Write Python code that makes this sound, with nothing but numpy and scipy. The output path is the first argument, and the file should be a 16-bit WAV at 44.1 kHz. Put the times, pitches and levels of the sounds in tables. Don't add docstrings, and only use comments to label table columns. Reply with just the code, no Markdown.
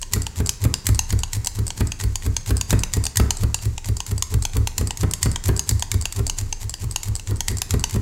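import sys
import numpy as np
from scipy import signal
from scipy.fft import rfft, irfft
from scipy.io import wavfile
from scipy.ndimage import uniform_filter1d

SR = 44100
rng = np.random.default_rng(int(sys.argv[2]) if len(sys.argv) > 2 else 0)


def wrap_up_sound(samples):
    columns = np.atleast_2d(samples).T
    tamed = np.clip(columns, -1, 1)
    steps = np.round(tamed * 32767).astype(np.int16)
    wavfile.write(sys.argv[1], SR, steps)


N = 353461

# [t/s, push level/dB, thump level/dB, knock level/dB, crunch level/dB]
STABS = [(0.162, -21.5, -23.5, -30, -38.5), (0.403, -21.5, -22, -29, -40),
         (0.651, -16.5, -20, -27.5, -42.5), (0.89, -22, -15, -30, -40.5), (1.127, -24.5, -17.5, -30.5, -43),
         (1.367, -24.5, -25.5, -48, -39.5), (1.591, -23.5, -22, -35, -41), (1.808, -28, -19, -26.5, -39.5),
         (2.039, -25, -18.5, -36.5, -40.5), (2.264, -27.5, -19.5, -32, -40.5),
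         (2.507, -20.5, -17.5, -27.5, -38), (2.729, -19, -17, -23.5, -38), (2.969, -23, -20, -30.5, -38.5),
         (3.199, -17, -16, -24, -52), (3.435, -18.5, -19.5, -30, -40.5), (3.656, -27, -21, -37, -44.5),
         (3.888, -26.5, -20, -35, -44.5), (4.116, -26, -21.5, -35.5, -41),
         (4.341, -23.5, -16.5, -31.5, -46), (4.569, -20.5, -16, -30.5, -43.5),
         (4.812, -22, -22, -29.5, -41), (5.033, -19.5, -21.5, -26, -40), (5.259, -19.5, -20, -26.5, -37.5),
         (5.489, -16.5, -19, -25.5, -39), (5.712, -26, -17.5, -34.5, -38.5), (5.943, -25, -19, -33.5, -53),
         (6.193, -20.5, -21.5, -32, -41.5), (6.415, -26.5, -28, -42.5, -38.5),
         (6.642, -35, -28.5, -46.5, -44.5), (6.843, -25, -23.5, -55, -41), (7.085, -25.5, -23, -48.5, -42),
         (7.31, -21, -23.5, -34.5, -44), (7.515, -22.5, -24, -34.5, -43), (7.74, -18.5, -19.5, -27, -41),
         (7.961, -18.5, -22.5, -29.5, -40.5)]
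# [t/s, level/dB, strongest ring f/Hz, extra top/dB, extra barrel/dB]
SNAPS = [(0.0288, -12.5, 6500, 0, -0.5), (0.2666, -10.5, 7500, 4, 0.5), (0.4921, -1.5, 5850, 6, -1),
         (0.7398, -3, 5000, 2, 0), (0.9912, -0.5, 6410, 5, -0.5), (1.2339, -7, 6800, 0, 1.5),
         (1.4707, -4, 7760, 5.5, -3.5), (1.704, -11.5, 7620, -1, -0.5), (1.919, -10.5, 6300, 3, 0.5),
         (2.156, -7, 6780, 4, -2.5), (2.3657, -4, 6500, 0, 0), (2.611, -4.5, 6850, 6, -1),
         (2.8346, -5.5, 6100, 7, 2.5), (3.0661, -6.5, 5900, 3, -2.5), (3.3061, -1.5, 6600, 4, 1),
         (3.5439, -3, 6260, 2, 0.5), (3.7791, -13.5, 7160, 0, -2), (4.0031, -9, 6200, 0, -0.5),
         (4.2235, -3, 6500, 4, 0.5), (4.4516, -5.5, 6350, 7, 3), (4.6724, -6.5, 6370, 8.5, 2),
         (4.9067, -9, 7600, 0, 3), (5.136, -5, 7600, 8.5, -0.5), (5.359, -8.5, 7210, -1, 4),
         (5.5936, -3, 6350, 4.5, -5), (5.8235, -5.5, 6650, 3, 2.5), (6.0548, -6, 6800, 6, 3.5),
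         (6.2972, -5.5, 6320, 3, -1.5), (6.5261, -7, 6350, -5, -1), (6.7397, -12, 4830, 4, -3.5),
         (6.9603, -4, 6600, 7, 2), (7.196, -19, 7950, 6, -6), (7.4057, -6, 6600, 7, 1),
         (7.6177, -5, 5330, 10, 1.5), (7.8397, -2.5, 6200, 4, 2.5)]
# [t/s, level/dB, extra
# top/dB, extra barrel/dB]
CLACKS = [(0.135, -14.5, 1, -0.5), (0.3587, -37, -1, 6), (0.6402, -25.5, 8, 3), (0.8676, -15.5, 2.5, 0),
          (1.1046, -23.5, -10, 0.5), (1.3321, -21.5, -4, -2.5), (1.7778, -34.5, -11, 2),
          (1.9999, -30.5, -6, 10), (2.0106, -29, -12, 4), (2.223, -37, -8, 12), (2.4614, -33, -4, 3),
          (2.706, -17.5, -2, 1.5), (2.9363, -18, -6, -2), (3.1578, -25, -1, 4), (3.1711, -13, -1, -2),
          (3.8448, -33.5, -14, 4), (4.0645, -29.5, -1, 0), (4.5342, -35, -9, 7), (4.7809, -17.5, -0.5, 0),
          (4.9726, -27.5, -2, -4.5), (5.0105, -27, -4, -3), (5.2296, -14, -7.5, -4),
          (5.4392, -28.5, -6, -2), (5.4577, -26, 0, 0), (5.482, -27, 10, -6), (5.6919, -14.5, -3, -7),
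          (5.916, -18.5, -3, 1.5), (6.1242, -26, -4, -2), (6.3857, -21.5, -7, -6.5), (7.0322, -25, -2, -1),
          (7.2729, -31.5, -14, 3), (7.4824, -17, -6, 0.5), (7.7076, -20.5, -1.5, 0.5),
          (7.896, -31.5, -5, 0), (7.909, -31, 1, 0)]
# [t/s, level/dB]
TICKS = [(0.0155, -16), (0.219, -14), (0.4607, -11), (0.9469, -14.5), (1.1902, -15.5), (1.4465, -12),
         (1.6674, -13.5), (1.8711, -17), (2.5683, -11.5), (2.7911, -13.5), (3.039, -11), (3.3695, -16),
         (3.968, -14.5), (4.1792, -14.5), (4.4232, -13), (4.8724, -12.5), (5.1113, -12), (5.3153, -15.5),
         (5.5644, -13.5), (5.7952, -15.5), (6.0124, -14), (6.2665, -9.5), (6.6947, -13), (6.911, -15.5),
         (7.153, -11.5), (7.3594, -24.5), (7.5702, -15), (7.795, -16.5)]

# [f/Hz, level/dB]
SNAP_ENVELOPE = [(400, -17), (620, -13), (950, 1), (1300, -19), (1550, -10.5), (2150, -15), (2800, -2),
                 (3800, -8.5), (4700, -3), (5400, -8.5), (6400, 0.5), (8200, -6), (12000, -20),
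                 (15800, -27.5)]
CLACK_ENVELOPE = [(400, -32), (950, -1.5), (1300, -5.5), (1900, -6.5), (2900, -1.5), (4500, 3), (5600, 2.5),
                  (7300, 7), (10000, 0), (12200, 1), (13500, -3), (15800, -8.5)]
PRICK_ENVELOPE = [(400, -3), (1200, -1.5), (3200, -3), (4600, -0.5), (5600, -4), (7300, -0.5), (10000, 0),
                  (14000, -4.5), (15800, -2.5)]
TICK_ENVELOPE = [(400, -7), (950, -2.5), (1400, -10.5), (3700, -10), (4700, 4), (6000, -3.5), (7600, 1.5),
                 (8900, -1), (10500, -7), (15800, -17.5)]
# [f/Hz, level/dB]
TAP_ENVELOPE = [(150, -26.5), (450, 8.5), (800, -2), (1300, 0.5), (2200, -6.5), (3500, -10), (8000, -66)]
FIBRE_ENVELOPE = [(300, -5.5), (950, 10), (1300, -3), (1900, 5.5), (3200, 4), (4600, 7.5), (5400, 6),
                  (7300, 13), (9500, 4), (12500, 2.5), (16000, -8)]
BRISTLE_ENVELOPE = [(90, -20), (190, 7), (320, -6), (410, 0.5), (580, -24), (1000, -10.5), (2000, -29.5),
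                    (5000, -45.5)]

# [nominal f/Hz, level/dB, t60/s, swell time/s], and the sign of each mode
TABLE_MODES = [(26.35, -16.5, 1.9, 0.0088), (44.1, -8.5, 0.37, 0.0027), (67.8, 8, 0.27, 0.035),
               (93.76, -1.5, 0.32, 0.0054), (106.8, 3.5, 0.25, 0.0036)]
TABLE_SIGNS = [1, -1, 1, 1, -1]
# [nominal f/Hz, level/dB, t60/s]
BOARD_MODES = [(135.8, -1, 0.56), (154, 3, 0.45), (185.7, -2, 0.46), (212.1, 3.5, 0.22), (245.1, 3, 0.2),
               (270.3, 3, 0.3), (322.3, 0, 0.18), (356, -7.5, 0.35), (400, 1, 0.18), (438, -1, 0.18),
               (477, -9, 0.26), (657, -15.5, 0.43)]
# [nominal f/Hz, level/dB, t60/s]
NEEDLE_MODES = [(4630, -2, .35), (4720, -2, .35), (6430, -3, .22), (6590, -5, .22), (7210, -3, .35),
                (7300, -3, .35), (9420, -13, .25)]

# [f/Hz, level/dB]
SIDEWAYS_RADIATION = [(500, -2.5), (750, -2.5), (950, -2.5), (1500, -4), (2200, -3), (2900, -8), (4000, 3),
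                      (6400, 5.5), (7800, 2.5), (10000, -3.5)]
# [f/Hz, t60/s]
ROOM_RESPONSE = [(200, 2), (900, 1.5), (2000, 7), (3000, -1), (4700, -4.5), (7000, -8.5), (10000, 2.5),
                 (16000, 1)]
ROOM_T60 = [(200, 0.52), (1000, 0.73), (4000, 0.5), (8000, 0.34), (16000, 0.31)]
# [f/Hz, level/dB per Hz]
BACKGROUND_DENSITY = [(18, -22), (26, 6.5), (33, -8.5), (50, -9.5), (100, -13), (190, -29.5), (450, -33),
                      (900, -53.5), (1400, -43.5), (3500, -46), (7300, -37), (11000, -53), (16000, -55)]


def amp(db):
    return 10 ** (np.asarray(db) / 20)


def evened(x):
    return x / np.sqrt(np.mean(x ** 2) + 1e-20)


def held(x, span):
    return x * np.sqrt(span * SR / (np.sum(x ** 2) + 1e-20))


def read(points, hz):
    f, value = np.transpose(points)
    return np.interp(np.log(hz + 1), np.log(f + 1), value)


def add(mix, s, sound):
    part = mix[max(round(s * SR), 0):][:len(sound)]
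    part += sound[:len(part)]


def bins(size=2048):
    return np.fft.rfftfreq(size, 1 / SR)


def coloured(x, db):
    log_gain = np.log(amp(np.concatenate([db, db[-2:0:-1]])))
    response = np.exp(np.conj(signal.hilbert(log_gain)))
    impulse = np.fft.ifft(response).real[:len(db)]
    return signal.fftconvolve(x, impulse)


def ring(t, hz, db, t60):
    decay = np.exp(-np.log(1000) * t / t60)
    return amp(db) * decay * np.sin(2 * np.pi * hz * t)


def chatter(rise, fall, spiky=1.73, first=0, first_s=0.00053, size=2048):
    t = np.arange(size) / SR
    impacts = rng.standard_normal(size)
    swell = (1 - np.exp(-t / rise)) * np.exp(-t / fall)
    flurry = np.sign(impacts) * abs(impacts) ** spiky * swell
    flurry[round(first_s * SR)] += first * np.linalg.norm(flurry)
    z = rfft(np.roll(flurry, size // 2))
    smooth_power = uniform_filter1d(abs(z) ** 2, size=71)
    even = irfft(z / np.sqrt(smooth_power + 1e-12))
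    return np.roll(even, -size // 2)


def thumps(push_db, push_hz, lead, push_span, thump_db, spread):
    out, t = np.zeros(N), np.arange(SR // 2) / SR
    u = t[t < push_span]
    luck_by_stab = rng.standard_normal((len(STABS), len(TABLE_MODES)))
    for (s, push, thump, *_), luck in zip(STABS, luck_by_stab):
        hump = np.sin(np.pi * u / push_span) ** 1.62
        sway = hump * np.sin(2 * np.pi * push_hz * (1 + spread * luck[0]) * u)
        add(out, s - lead, amp(push + push_db) * sway)
        body = np.zeros(len(t))
        for (hz, db, t60, swell), sign, k in zip(TABLE_MODES, TABLE_SIGNS, luck):
            body += sign * ring(t, hz * (1 + spread * k), db, t60) * (1 - np.exp(-t / swell))
        add(out, s, amp(thump + thump_db) * held(body, 0.072))
    return out


def knocks(blow_db, blow_time, board_db, board_swell, uneven_db, detune, tap_db, tap_fall,
           firm_knock_db=-27.5, tap_growth=1.74):
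    out, taps, t = np.zeros(N), np.zeros(N), np.arange(SR // 3) / SR
    luck_by_stab = rng.standard_normal((len(STABS), len(BOARD_MODES), 3))
    for (s, _, _, knock, _), luck in zip(STABS, luck_by_stab):
        u = t / (blow_time * amp(-.3 * (knock + 22)))
        blow = u * (2 - u) * np.exp(-u)
        add(out, s, amp(knock + blow_db) * held(blow, 0.043))
        board = np.zeros(len(t))
        for (hz, db, t60), (a, b, c) in zip(BOARD_MODES, luck):
            board += np.sign(a) * ring(t, hz * (1 + detune * b), db + uneven_db * c, t60)
        board *= 1 - np.exp(-t / board_swell)
        add(out, s, amp(knock + board_db) * held(board, 0.029))
        tap = firm_knock_db + tap_growth * (knock - firm_knock_db)
        grit = coloured(chatter(rise=0.0011, fall=tap_fall, spiky=1.7), read(TAP_ENVELOPE, bins()))
        add(taps, s, amp(tap + tap_db) * held(grit, 0.0078))
    return out, taps


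def crunch(strengths, envelope, gain_db, grains_per_s, grain_db, stroke, clump_db=3, clump_span=0.0078):
    level = np.zeros(N)
    lag, db = np.transpose(stroke)
    swell = amp(np.interp(np.arange(lag[0], lag[-1], 1 / SR), lag, db))
    for (s, *_), loud in zip(STABS, strengths):
        add(level, s + lag[0], amp(loud) * swell)
    clumps = evened(uniform_filter1d(rng.standard_normal(N), round(clump_span * SR)))
    signs = rng.choice([-1, 1], N)
    sizes_db = grain_db * np.minimum(rng.exponential(1, N), 4) + clump_db * np.minimum(clumps, 1.5)
    slips = rng.random(N) < grains_per_s / SR
    grains = signs * amp(sizes_db) * slips
    return amp(gain_db) * level * evened(coloured(grains, read(envelope, bins()))[:N])


def clicks(rows, envelope, gain_db, ring_db, ring_width_hz, rise, fall, early=0, first=0,
           body_ring_db=0, body_width_hz=300, scatter=0.029):
    out, hz = np.zeros(N), bins()
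    for s, db, ring_hz, *body in rows:
        shape = read(envelope, hz * (1 + scatter * rng.standard_normal()))
        shape += read([(100, -32), (400, 8)], hz)
        shape += ring_db / (1 + ((hz - ring_hz) / ring_width_hz) ** 2)
        if body:
            body_db, top_db, body_hz = body
            shape += read([(3300, body_db), (4600, 0), (8500, 0), (11000, top_db)], hz)
            shape += body_ring_db / (1 + ((hz - body_hz) / body_width_hz) ** 2)
        contact = coloured(chatter(rise, fall, first=first), shape)
        add(out, s - early, amp(db + gain_db) * held(contact, 0.008))
    return out


def returns(barrel_hz=3000, usual_db=-6, barrel_slope=0.61, scatter=0.075):
    rows = []
    for (s, db, ring_hz, top_db, barrel_db), luck in zip(SNAPS, rng.standard_normal(len(SNAPS))):
        hollow_db = barrel_db - barrel_slope * (db - usual_db)
        rows.append((s, db, ring_hz, hollow_db, top_db, barrel_hz * (1 + scatter * luck)))
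    return rows


def landings(ring_hz=7250, barrel_hz=1900, scatter=0.056):
    rows = []
    for (s, db, top_db, barrel_db), (a, b) in zip(CLACKS, rng.standard_normal((len(CLACKS), 2))):
        shifted_ring, shifted_barrel = ring_hz * (1 + scatter * a), barrel_hz * (1 + scatter * b)
        rows.append((s, db, shifted_ring, barrel_db, top_db, shifted_barrel))
    return rows


def pricks(lead=0.0016, usual_db=-34, usual_thump_db=-19, growth=1.23, low_hz=4500, high_hz=7500):
    rows = []
    for (s, _, thump, *_), luck in zip(STABS, rng.random(len(STABS))):
        db = usual_db + growth * (thump - usual_thump_db)
        rows.append((s - lead, db, low_hz if luck < .5 else high_hz))
    return rows


def releases(ring_hz=7850, scatter=0.038, rebound_s=.0115, rebound_spread=0.18, rebound_db=-9.5, uneven_db=6.5):
    rows = []
    for (s, db), (a, b, c) in zip(TICKS, rng.standard_normal((len(TICKS), 3))):
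        hz = ring_hz * (1 + scatter * a)
        delay = rebound_s * (1 + rebound_spread * b)
        rows.append((s, db, hz))
        rows.append((s + delay, db + rebound_db + uneven_db * c, hz))
    return rows


def needles(x, detune=0.0069, uneven_db=3, half_turns_per_s=1.27, count=3):
    t, time, out = np.arange(SR // 2) / SR, np.arange(N) / SR, np.zeros(N)
    for k, luck in enumerate(rng.standard_normal((count, len(NEEDLE_MODES), 2))):
        song = np.zeros(len(t))
        for (hz, db, t60), (a, b) in zip(NEEDLE_MODES, luck):
            song += ring(t, hz * (1 + detune * a), db + uneven_db * b, t60)
        share = np.sqrt(2 / count) * np.cos(np.pi * (half_turns_per_s * time + k / count))
        add(out, 0, signal.fftconvolve(x * share, held(song, 1 / SR)))
    return out


def room(x, delay, near_db, near_fall, count=3):
    out, time = np.zeros(N), np.arange(N) / SR
    for k in range(count):
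        hz, t, z = signal.stft(rng.standard_normal(SR // 2), SR, nperseg=256)
        late = np.exp(-np.log(1000) * t / read(ROOM_T60, hz)[:, None])
        near = amp(near_db) * np.exp(-t / near_fall)
        response = amp(read(ROOM_RESPONSE, hz))[:, None]
        tail = signal.istft(z * (late + near) * response, SR, nperseg=256)[1]
        share = np.sqrt(2 / count) * np.cos(np.pi * (time + k / count))
        add(out, delay, signal.fftconvolve(x * share, held(tail, 1 / SR)))
    return out


def background(level_db=-36.5):
    spectrum = rfft(rng.standard_normal(N)) * amp(read(BACKGROUND_DENSITY, bins(size=N)))
    return amp(level_db) * evened(irfft(spectrum, N))


def scene():
    _, push_db, _, _, crunch_db = np.transpose(STABS)
    tool = clicks(returns(), SNAP_ENVELOPE, gain_db=-14.0, ring_db=7, ring_width_hz=240,
                  rise=0.00084, fall=0.0015, first=0.31, body_ring_db=3.5, body_width_hz=330)
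    tool += clicks(landings(), CLACK_ENVELOPE, gain_db=-1.0, ring_db=8, ring_width_hz=140,
                   rise=0.00036, fall=0.0025, early=.0004, body_ring_db=10)
    tool += clicks(pricks(), PRICK_ENVELOPE, gain_db=4.5, ring_db=8, ring_width_hz=200,
                   rise=0.0075, fall=0.0015)
    tool += clicks(releases(), TICK_ENVELOPE, gain_db=-13.5, ring_db=10, ring_width_hz=620,
                   rise=0.0002, fall=0.0023, first=0.42)
    wool = crunch(crunch_db, FIBRE_ENVELOPE, gain_db=-1.5, grains_per_s=1900, grain_db=4.0,
                  stroke=[(-.048, -5), (-.032, 7.5), (-.002, 5), (.012, -60),
                          (.045, -14), (.08, -10), (.115, -13)])
    bristles = crunch(push_db, BRISTLE_ENVELOPE, gain_db=-15.5, grains_per_s=700, grain_db=4,
                      stroke=[(-.05, -14), (-.03, -11), (-.005, 3.5), (.025, -4), (.06, -7), (.11, -11.5)])
    low = thumps(push_db=2.5, push_hz=97.3, lead=0.04633, push_span=0.082, thump_db=0.5, spread=0.047)
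    knock, taps = knocks(blow_db=4, blow_time=0.0017, board_db=2, board_swell=0.0022,
                         uneven_db=0.5, detune=0.017, tap_db=-2.0, tap_fall=0.0053)
    soft = wool + bristles + taps
    sideways = coloured(tool, read(SIDEWAYS_RADIATION, bins()))[:N]
    wet = room(sideways + soft + amp(-8.5) * knock, delay=.004, near_db=0.5, near_fall=0.0047)
    direct = low + knock + tool + soft
    return (direct + amp(-25.5) * needles(tool) + amp(-9.0) * wet + background())[None]


def record(dry):
    low_cut = signal.butter(2, 14, "highpass", fs=SR, output="sos")
    clipped = np.clip(signal.sosfilt(low_cut, dry), -1, 1)
    band_limit = signal.firwin(255, 15900, window=("kaiser", 8), fs=SR)
    return signal.oaconvolve(clipped, band_limit[None], "same")


dry = scene()
out = record(dry)
wrap_up_sound(out)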